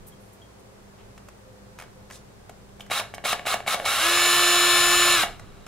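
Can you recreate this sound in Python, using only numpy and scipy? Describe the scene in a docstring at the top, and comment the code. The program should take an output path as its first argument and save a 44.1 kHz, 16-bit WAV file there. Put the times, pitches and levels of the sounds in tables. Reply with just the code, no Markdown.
"""A desk in a quiet, humming room: a small cordless drill close to a stereo camera, blipped four times, then held.
Whine is sines on multiples of the armature speed; gear clatter is noise, part of it through housing modes.
The gears clunk at each start and stop: short bursts ring the same modes.
Taps, pings and scuffs of bit and fingers on a plastic part come mostly before, a few between and after."""
import sys
import numpy as np
from scipy import signal
from scipy.fft import rfft, irfft, next_fast_len
from scipy.io import wavfile
from scipy.ndimage import uniform_filter1d, map_coordinates

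SR = 44100
rng = np.random.default_rng(int(sys.argv[2]) if len(sys.argv) > 2 else 0)


def persist_wave(psi):
    """Save psi, clipped to +-1, as 16-bit WAV."""
    counts = np.round(np.clip(psi, -1, 1) * 32767).astype(np.int16)
    wavfile.write(sys.argv[1], SR, np.atleast_2d(counts).T)


def field_ratio(decibels):
    """Amplitude ratio for a level in dB (20 dB per decade); scalars and array-likes work."""
    return 10 ** (np.asarray(decibels, dtype=float) / 20)


N = 250047
T = np.arange(N) / SR

# trigger pulls, relative levels: squeezed_s, brake_grabs_s, clatter_db, brake_blow_db
TRIGGER_PULLS = [(2.899, 2.995, -22.5, -13), (3.239, 3.327, -20.5, -13.5), (3.453, 3.538, -21, -12.5),
                 (3.663, 3.741, -20.5, -14), (3.844, 5.232, -19, -11.5)]
# housing modes, relative levels: mode_hz, t60_s, clatter_db, take_up_db, braking_db
HOUSING_MODES = [(723, 0.043, -21, -18, -3.5), (816, 0.018, -48, -2, 2), (1132, 0.033, -1, -25, -8),
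                 (1750, 0.0062, -12.5, -3.5, 8), (2222, 0.018, -5.5, -0.5, -1),
                 (2796, 0.014, -1.5, -28, -4.5), (3885, 0.033, 0, -7.5, -54), (7250, 0.0055, -6.5, -6, -18),
                 (10280, 0.0081, -5.5, -38, -29), (14100, 0.0029, -19, -27, -19)]
# weak bass of small objects: freq_hz, gain_db
SMALL_BODY = [(20, -12.5), (300, -9.5), (550, -1), (16000, 0.5)]
# broad clack of the plastic part: freq_hz, gain_db
PLASTIC_CLACK = [(300, -15), (600, 11.5), (2400, 6.5), (3500, -5), (6000, -2), (9500, -4.5), (16000, -13)]
PULL_HZ, FULL_HZ = 265.3, 351.7  # armature speeds asked for
IDLE_FROM_S, FULL_FROM_S, LET_GO_S = 3.775, 3.985, 5.152
TAKE_UP_S = 0.012  # the motor runs free until the backlash is taken up


def curve(rows, column):
    """One column of a table, joined by straight lines in time."""
    rows = np.array(rows, float)
    return np.interp(T, rows[:, 0], rows[:, column])


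def unit(x):
    """Scaled to rms 1."""
    return x / np.sqrt(np.mean(x ** 2))


def colour(x, points):
    """Shapes the spectrum by (Hz, dB) points, straight over log frequency."""
    hz, db = np.transpose(points)
    size = next_fast_len(x.shape[-1])
    f = np.arange(size // 2 + 1) * SR / size + 1
    gain = field_ratio(np.interp(np.log(f), np.log(np.maximum(hz, 1)), db))
    return irfft(rfft(x, size) * gain, size)[..., :x.shape[-1]]


def ring(x, hz, t60_s):
    """One decaying mode; a unit click rings with peak near 1."""
    pole = np.exp(2j * np.pi * hz / SR - np.log(1000) / (t60_s * SR))
    return signal.lfilter([1], [1, -pole], x).imag


def band(x, hz, width_hz):
    """Band-pass around hz."""
    edges = np.clip([hz - width_hz / 2, hz + width_hz / 2], 20, SR / 2.2)
    return signal.sosfilt(signal.butter(2, edges, "bandpass", fs=SR, output="sos"), x)


def walk(rate_hz):
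    """Slow chance, rms near 1: random steps smoothed twice."""
    k = int(SR / rate_hz)
    steps = np.repeat(rng.standard_normal(N // k + 1), k)
    return unit(uniform_filter1d(uniform_filter1d(steps, k), k)[:N])


def blows(events, push_s, bounces, count=3):
    """Each (s, dB) blow is a rattle of contacts that builds and dies within a few push_s."""
    x, k = np.zeros(N + SR), np.arange(SR // 30)
    shape = k / (push_s * SR) * np.exp(1 - k / (push_s * SR))
    burst = rng.standard_normal((len(events), len(k))) * shape
    # count passes even out the pitches that the contacts of one blow cover
    for _ in range(count):
        spread = rfft(burst)
        burst = irfft(spread / np.abs(spread), len(k)) * np.sqrt(shape)
    burst *= bounces / np.abs(burst).max(axis=1, keepdims=True)
    for (start_s, level_db), one in zip(events, burst):
        x[int((start_s + push_s / 2) * SR) + k] += field_ratio(level_db) * one
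    return colour(x[:N], SMALL_BODY)


def room_hush(sides):
    """Shaped noise, unrelated left and right except in the bass."""
    # freq_hz, density_db
    hush_points = [(59, -30), (100, -1), (308, -14), (365, -10), (433, -10), (991, -17), (2990, -28.5),
                   (8280, -32), (16000, -42.5)]
    mid, side = colour(rng.standard_normal((2, N)), hush_points)
    side = colour(side, [(100, -14.5), (300, -0.5), (1000, 0.5), (16000, 2)])
    return field_ratio(-53) * (mid + side * sides) / np.std(mid)


def hum():
    """Low sines, each wavering in level."""
    # pitch_hz, level_db
    hum_tones = [(58, -60.5), (108, -64), (200, -59), (400, -65)]
    return sum(field_ratio(db + 2 * walk(8.2)) * np.sqrt(2) * np.sin(2 * np.pi * hz * T) for hz, db in hum_tones)


def drone():
    """A faint narrow band of noise that comes and goes."""
    # start_s, length_s, level_db
    drone_spells = [(0, 0.38, -62), (.55, .3, -65), (1.0, 0.34, -65), (1.385, 0.48, -59.5),
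                    (1.94, 0.31, -58.5), (2.42, .35, -70)]
    swells = 0
    for start_s, length_s, db in drone_spells:
        inside_s = np.minimum(T - start_s, start_s + length_s - T)
        swells = swells + field_ratio(db) * np.clip(inside_s / 0.038, 0, 1)
    return swells * unit(band(rng.standard_normal(N), 517, 13))


def rumble(sides):
    """Bass noise with a wavering level, partly unlike left and right."""
    # time_s, level_db
    rumble_levels = [(0, -47.5), (.3, -62.5), (1.2, -58), (2.2, -57), (3.5, -56), (5.3, -45), (5.67, -51)]
    low = colour(rng.standard_normal((2, N)),
                 [(12, -14), (30, 1.5), (45, -21.0), (60, -2.5), (80, -11), (110, -2.5), (150, -10.0),
                  (300, -18), (16000, -109)])
    level_db = curve(rumble_levels, 1) + 1.5 * walk(5)
    return field_ratio(level_db) * (low[0] + 0.7 * low[1] * sides) / np.std(low[0])


def background():
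    """Stereo hush and rumble, with hum and drone in the middle."""
    sides = np.array([[1], [-1]])
    return room_hush(sides) + hum() + drone() + rumble(sides)


def taps():
    """Bit and fingers tap the plastic part: a broad clack and briefly ringing modes."""
    # relative levels: start_s, level_db, struck_spot_hz, clack_over_level_db
    tap_events = [(1.176, -33.5, 1800, -1.5), (1.284, -32, 1280, -1), (1.786, -31, 2200, 3),
                  (1.797, -23.5, 1600, -1), (1.81, -29, 2100, -2), (1.82, -27, 1950, -1.5),
                  (1.835, -32, 2100, -6), (2.099, -31, 1750, -3), (2.107, -25.5, 1730, -3),
                  (2.493, -27, 730, -3), (2.69, -51, 3150, -6), (2.795, -30.5, 740, -5),
                  (2.804, -28, 3150, -2.5), (2.862, -33, 1200, -5), (5.394, -30, 1400, 2.5),
                  (5.663, -29.5, 2000, 0)]
    # modes of the plastic part: mode_hz, t60_s, level_db
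    part_modes = [(730, 0.012, 6), (1280, 0.0083, -5), (1750, 0.012, -0.5), (2260, 0.012, -10),
                  (3150, 0.0056, 10)]
    off_pitch_db_per_oct = 17  # modes far from the pitch of the struck spot ring less
    clacks = [(s, db + clack_db) for s, db, _, clack_db in tap_events]
    out = colour(blows(clacks, .002, 0.76, count=0), PLASTIC_CLACK)
    for hz, t60_s, mode_db in part_modes:
        struck = [(s, db + mode_db - off_pitch_db_per_oct * abs(np.log2(hz / spot_hz)))
                  for s, db, spot_hz, _ in tap_events]
        out += ring(blows(struck, 0.00199, 0.088, count=1), hz, t60_s)
    return out


def pings():
    """The steel bit rings: one decaying mode per click."""
    # start_s, level_db, pitch_hz, t60_s
    ping_events = [(.123, -54, 3240, .08), (.418, -50, 3240, .13), (2.807, -46, 3090, .07),
                   (3.146, -43, 3090, .05)]
    out = np.zeros(N)
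    for start_s, db, hz, t60_s in ping_events:
        click = 1. * (np.arange(N) == int(start_s * SR))
        out += field_ratio(db) * ring(click, hz, t60_s)
    return out


def scuffs():
    """Skin and bit slide on plastic: bands of grainy hiss."""
    # start_s, length_s, level_db, centre_hz, width_hz
    scuff_events = [(0.063, 0.033, -47.5, 11600, 6000), (0.194, 0.11, -65, 11000, 4000),
                    (.32, 0.042, -61, 11000, 7000), (0.59, 0.017, -59, 11000, 5000),
                    (0.975, 0.072, -59, 2100, 2000), (1.772, 0.067, -60, 3000, 5000),
                    (2.112, 0.063, -48, 6330, 7200), (2.8, 0.027, -52, 7900, 12000),
                    (3.138, 0.016, -42, 6400, 9200)]
    grain = rng.standard_normal(N) * field_ratio(2 * walk(300))
    out = np.zeros(N)
    for start_s, length_s, db, hz, width_hz in scuff_events:
        rise = np.clip((T - start_s) / 0.011, 0, 1)
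        fall = np.exp(-(np.maximum(T - start_s, 0) / length_s) ** 3)
        out += field_ratio(db) * unit(band(grain, hz, width_hz)) * rise * fall
    return out


def clunks():
    """Backlash, brake blows, the trigger switch and short clicks between pulls ring the housing."""
    # short clicks after each brake blow but the last, relative levels: start_s, level_db
    after_clicks = [(3.138, -23.5), (3.18, -21.5), (3.393, -19), (3.603, -21), (3.798, -15)]
    switch_clicks = [(on, -23) for on, *_ in TRIGGER_PULLS]
    take_up = blows([(on + TAKE_UP_S, -11) for on, *_ in TRIGGER_PULLS], 0.00252, 0.13)
    brake = blows([(off, db) for _, off, _, db in TRIGGER_PULLS], 0.00239, 0.084)
    clicks = blows(after_clicks + switch_clicks, 0.001, 0.093)
    rung = sum(ring(field_ratio(up_db) * take_up + field_ratio(stop_db) * (brake + clicks), hz, t60_s)
               for hz, t60_s, _, up_db, stop_db in HOUSING_MODES)
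    return rung + field_ratio(-17) * colour(clicks + 0.37 * brake, PLASTIC_CLACK)


def motor_speed():
    """Armature speed in Hz, closing exponentially on what trigger or brake ask for."""
    spin_up_s, braked_s, idle_lag_s, to_full_s, coast_s = .013, .058, .09, .035, .6
    aims = [(on, PULL_HZ, spin_up_s) for on, *_ in TRIGGER_PULLS]
    aims += [(off, 0, braked_s) for _, off, *_ in TRIGGER_PULLS]
    aims += [(IDLE_FROM_S, 65, idle_lag_s), (FULL_FROM_S, FULL_HZ, to_full_s), (LET_GO_S, 0, coast_s)]
    speed = np.zeros(N)
    for s, aim_hz, lag_s in sorted(aims):
        i = int(s * SR)
        speed[i:] = aim_hz + (speed[i] - aim_hz) * np.exp(-(T[i:] - s) / lag_s)
    # the last few turns per s come slowly
    settle_hz, settle_s = 7, .16
    since_s = np.maximum(T - FULL_FROM_S, 0)
    return speed - settle_hz * np.exp(-since_s / settle_s) * (1 - np.exp(-since_s / to_full_s))


def efforts(speed):
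    """Clatter and whine level in dB: each pull runs free, bites, holds, and dies under the brake."""
    free_db, kick_db, kick_s = -24, -3, 0.013  # clatter before take-up; change around it
    clatter_db_per_oct, braked_db, braked_db_per_s, rise_db_per_s = 5.5, -5, 600, 4000
    pull_whine_db, full_whine_db, whine_grows_s, whine_fades_s = -3, 1.5, 0.17, 0.056
    idle_clatter_db, idle_whine_db = -40, -2  # floors while idling
    clatter_db, whine_db = np.full((2, N), -120.)
    faster_db = clatter_db_per_oct * np.log2(np.maximum(speed, PULL_HZ) / FULL_HZ)
    flat_out = 1 - np.exp(-np.maximum(T - FULL_FROM_S, 0) / whine_grows_s)
    flat_out = flat_out * np.exp(-np.maximum(T - LET_GO_S, 0) / whine_fades_s)
    held_whine_db = pull_whine_db + (full_whine_db - pull_whine_db) * flat_out
    for on, off, db, _ in TRIGGER_PULLS:
        bite_s = T - on - TAKE_UP_S
        running_free_db = free_db * np.minimum(-bite_s / TAKE_UP_S, 1)
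        shape_db = np.where(bite_s < 0, running_free_db, kick_db * np.exp(-np.abs(bite_s) / kick_s))
        after_s = np.maximum(T - off - .006, 0)
        before_db = rise_db_per_s * np.maximum(on - T, 0)
        stop_db = braked_db * np.minimum(after_s / 0.0017, 1) - braked_db_per_s * after_s
        clatter_db = np.maximum(clatter_db, db + faster_db + shape_db - before_db + stop_db)
        whine_db = np.maximum(whine_db, held_whine_db - before_db - braked_db_per_s * after_s / 2)
    idling = (T > IDLE_FROM_S) & (T < TRIGGER_PULLS[-1][0])
    clatter_db = np.where(idling, np.maximum(clatter_db, idle_clatter_db), clatter_db)
    whine_db = np.where(idling, np.maximum(whine_db, idle_whine_db), whine_db)
    return clatter_db, whine_db


def gear_clatter(turns):
    """Teeth rattle at random, harder once a turn: noise through housing modes plus broad noise, rms 1."""
    # spectrum between the modes: freq_hz, density_db
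    between_modes = [(60, -58), (250, -46), (420, -11.5), (700, -2.5), (1000, -12.5), (1300, 3), (2000, -6),
                     (4000, -1.5), (4600, -8), (7000, -11), (11000, -10.5), (13000, -16), (16000, -16)]
    force = field_ratio(1.26 * walk(900)) * (1 + 0.19 * np.cos(2 * np.pi * turns))
    rung = 0
    for hz, t60_s, db, *_ in HOUSING_MODES:
        mode = unit(ring(force * rng.standard_normal(N), hz, t60_s))
        rung = rung + field_ratio(db + 0.41 * walk(16)) * mode
    broad = colour(force * rng.standard_normal(N), between_modes)
    return unit(unit(colour(rung, SMALL_BODY)) + field_ratio(4.0) * unit(broad))


def swell(hz):
    """How much the housing lifts a partial at hz, in dB."""
    # centre_hz, half_width_hz, lift_db
    lifting_modes = [(650, 200, 5), (1290, 120, 4), (7040, 130, 14), (10350, 130, 19)]
    return sum(db / (1 + ((hz - centre_hz) / width_hz) ** 2) for centre_hz, width_hz, db in lifting_modes)


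def motor_whine(speed, slow, chatter, turns):
    """Sines on multiples of the speed: unbalance, commutator bars in fives, gear meshes between."""
    # speed_multiple, level_db (relative, at full speed)
    whine_partials = [(1, -33), (2, -43), (3, -37), (4, -41), (5, -29), (6.505, -35), (7, -41), (7.5, -35),
                      (8, -44), (8.5, -33), (10, -36), (11.25, -38), (12, -35), (14, -45), (15, -36.5),
                      (17, -47), (20, -29), (23, -50), (24, -47), (25, -45), (26, -42), (27, -36.5),
                      (29, -47), (30, -46), (31, -40), (35, -40.5), (40, -44), (41, -48), (43, -52),
                      (44, -50)]
    whine = 0
    for (order, db), start in zip(whine_partials, rng.random(len(whine_partials))):
        # a partial swells while it crosses a strong housing mode
        swell_db = swell(order * speed) - swell(order * speed.max())
        # unbalance and high partials need full speed
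        swell_db -= (85 / order ** 2 + 8 + .4 * order ** 2) * slow
        # below full speed the chattering gears break the tone up
        swell_db += 14 * chatter * walk(90)
        tone = np.sqrt(2) * np.sin(2 * np.pi * (order * turns + start))
        whine = whine + field_ratio(db + swell_db + walk(16)) * tone
    return whine


def drill():
    """Clatter and whine of one wavering armature, each at its effort."""
    speed = motor_speed()
    slow = 1 - speed / speed.max()
    # the speed hunts while the gears chatter below full speed
    chatter = np.clip(np.minimum(slow, 2 * (.6 - slow)), 0, .3)
    hunt = .08 * chatter * walk(30)
    jitter = (0.00037 + 0.02023 * slow) * walk(60)
    turns = np.cumsum(speed * (1 + hunt + jitter)) / SR
    clatter_db, whine_db = efforts(speed)
    clatter = field_ratio(clatter_db - 2.5) * gear_clatter(turns)
    return clatter, field_ratio(whine_db) * motor_whine(speed, slow, chatter, turns)


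def space(x, wet_db, wide_db):
    """Sound reaches the right capsule a hair later; things on the desk scatter it sideways; walls answer."""
    # scattered sound, left minus right: freq_hz, gain_db
    side_points = [(200, -16), (1000, -10.5), (2500, -8.5), (4200, -5.5), (5500, 2), (7000, -3.5),
                   (9000, -3.5), (16000, 0)]
    lag_s, walls_t60_s, near_t60_s = 1.8e-5, 0.33, 0.12
    k = np.arange(SR // 2) / SR
    scatter = unit(rng.standard_normal((2, len(k))) * np.exp(-np.log(1000) * k / near_t60_s))
    # hands never hold still, so the scattered paths keep changing
    sway = 2 * walk(3)
    walls = rng.standard_normal(len(k)) * np.exp(-np.log(1000) * k / walls_t60_s)
    walls = unit(colour(walls, [(200, 7.5), (3000, -1.5), (16000, -8.5)]))
    near = x + field_ratio(wet_db) * signal.fftconvolve(x, walls / np.sqrt(len(k)))[:N]
    paths = signal.fftconvolve(near[None], scatter / np.sqrt(len(k)), axes=1)[:, :N]
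    side = field_ratio(wide_db) * colour(paths[0] * np.cos(sway) + paths[1] * np.sin(sway), side_points)
    right = map_coordinates(near, [np.arange(N) - lag_s * SR], order=3)
    return np.array([near + side, right - side])


def scene():
    """Drill and hands in the room."""
    clatter, whine = drill()
    handling = taps() + pings() + scuffs()
    steady = space(whine, wet_db=-27, wide_db=-6)
    return space(clatter + clunks() + handling, wet_db=-10.0, wide_db=-3) + steady + background()


def roll_off(x):
    """The treble ends steeply here."""
    return signal.sosfilt(signal.butter(12, 16510, fs=SR, output="sos"), x)


def record(dry):
    """The camera cuts the top steeply above 15750 Hz."""
    cut = signal.sosfilt(signal.ellip(14, .2, 70, 15750, fs=SR, output="sos"), dry)
    return roll_off(cut)


dry = scene()
out = record(dry)
persist_wave(out)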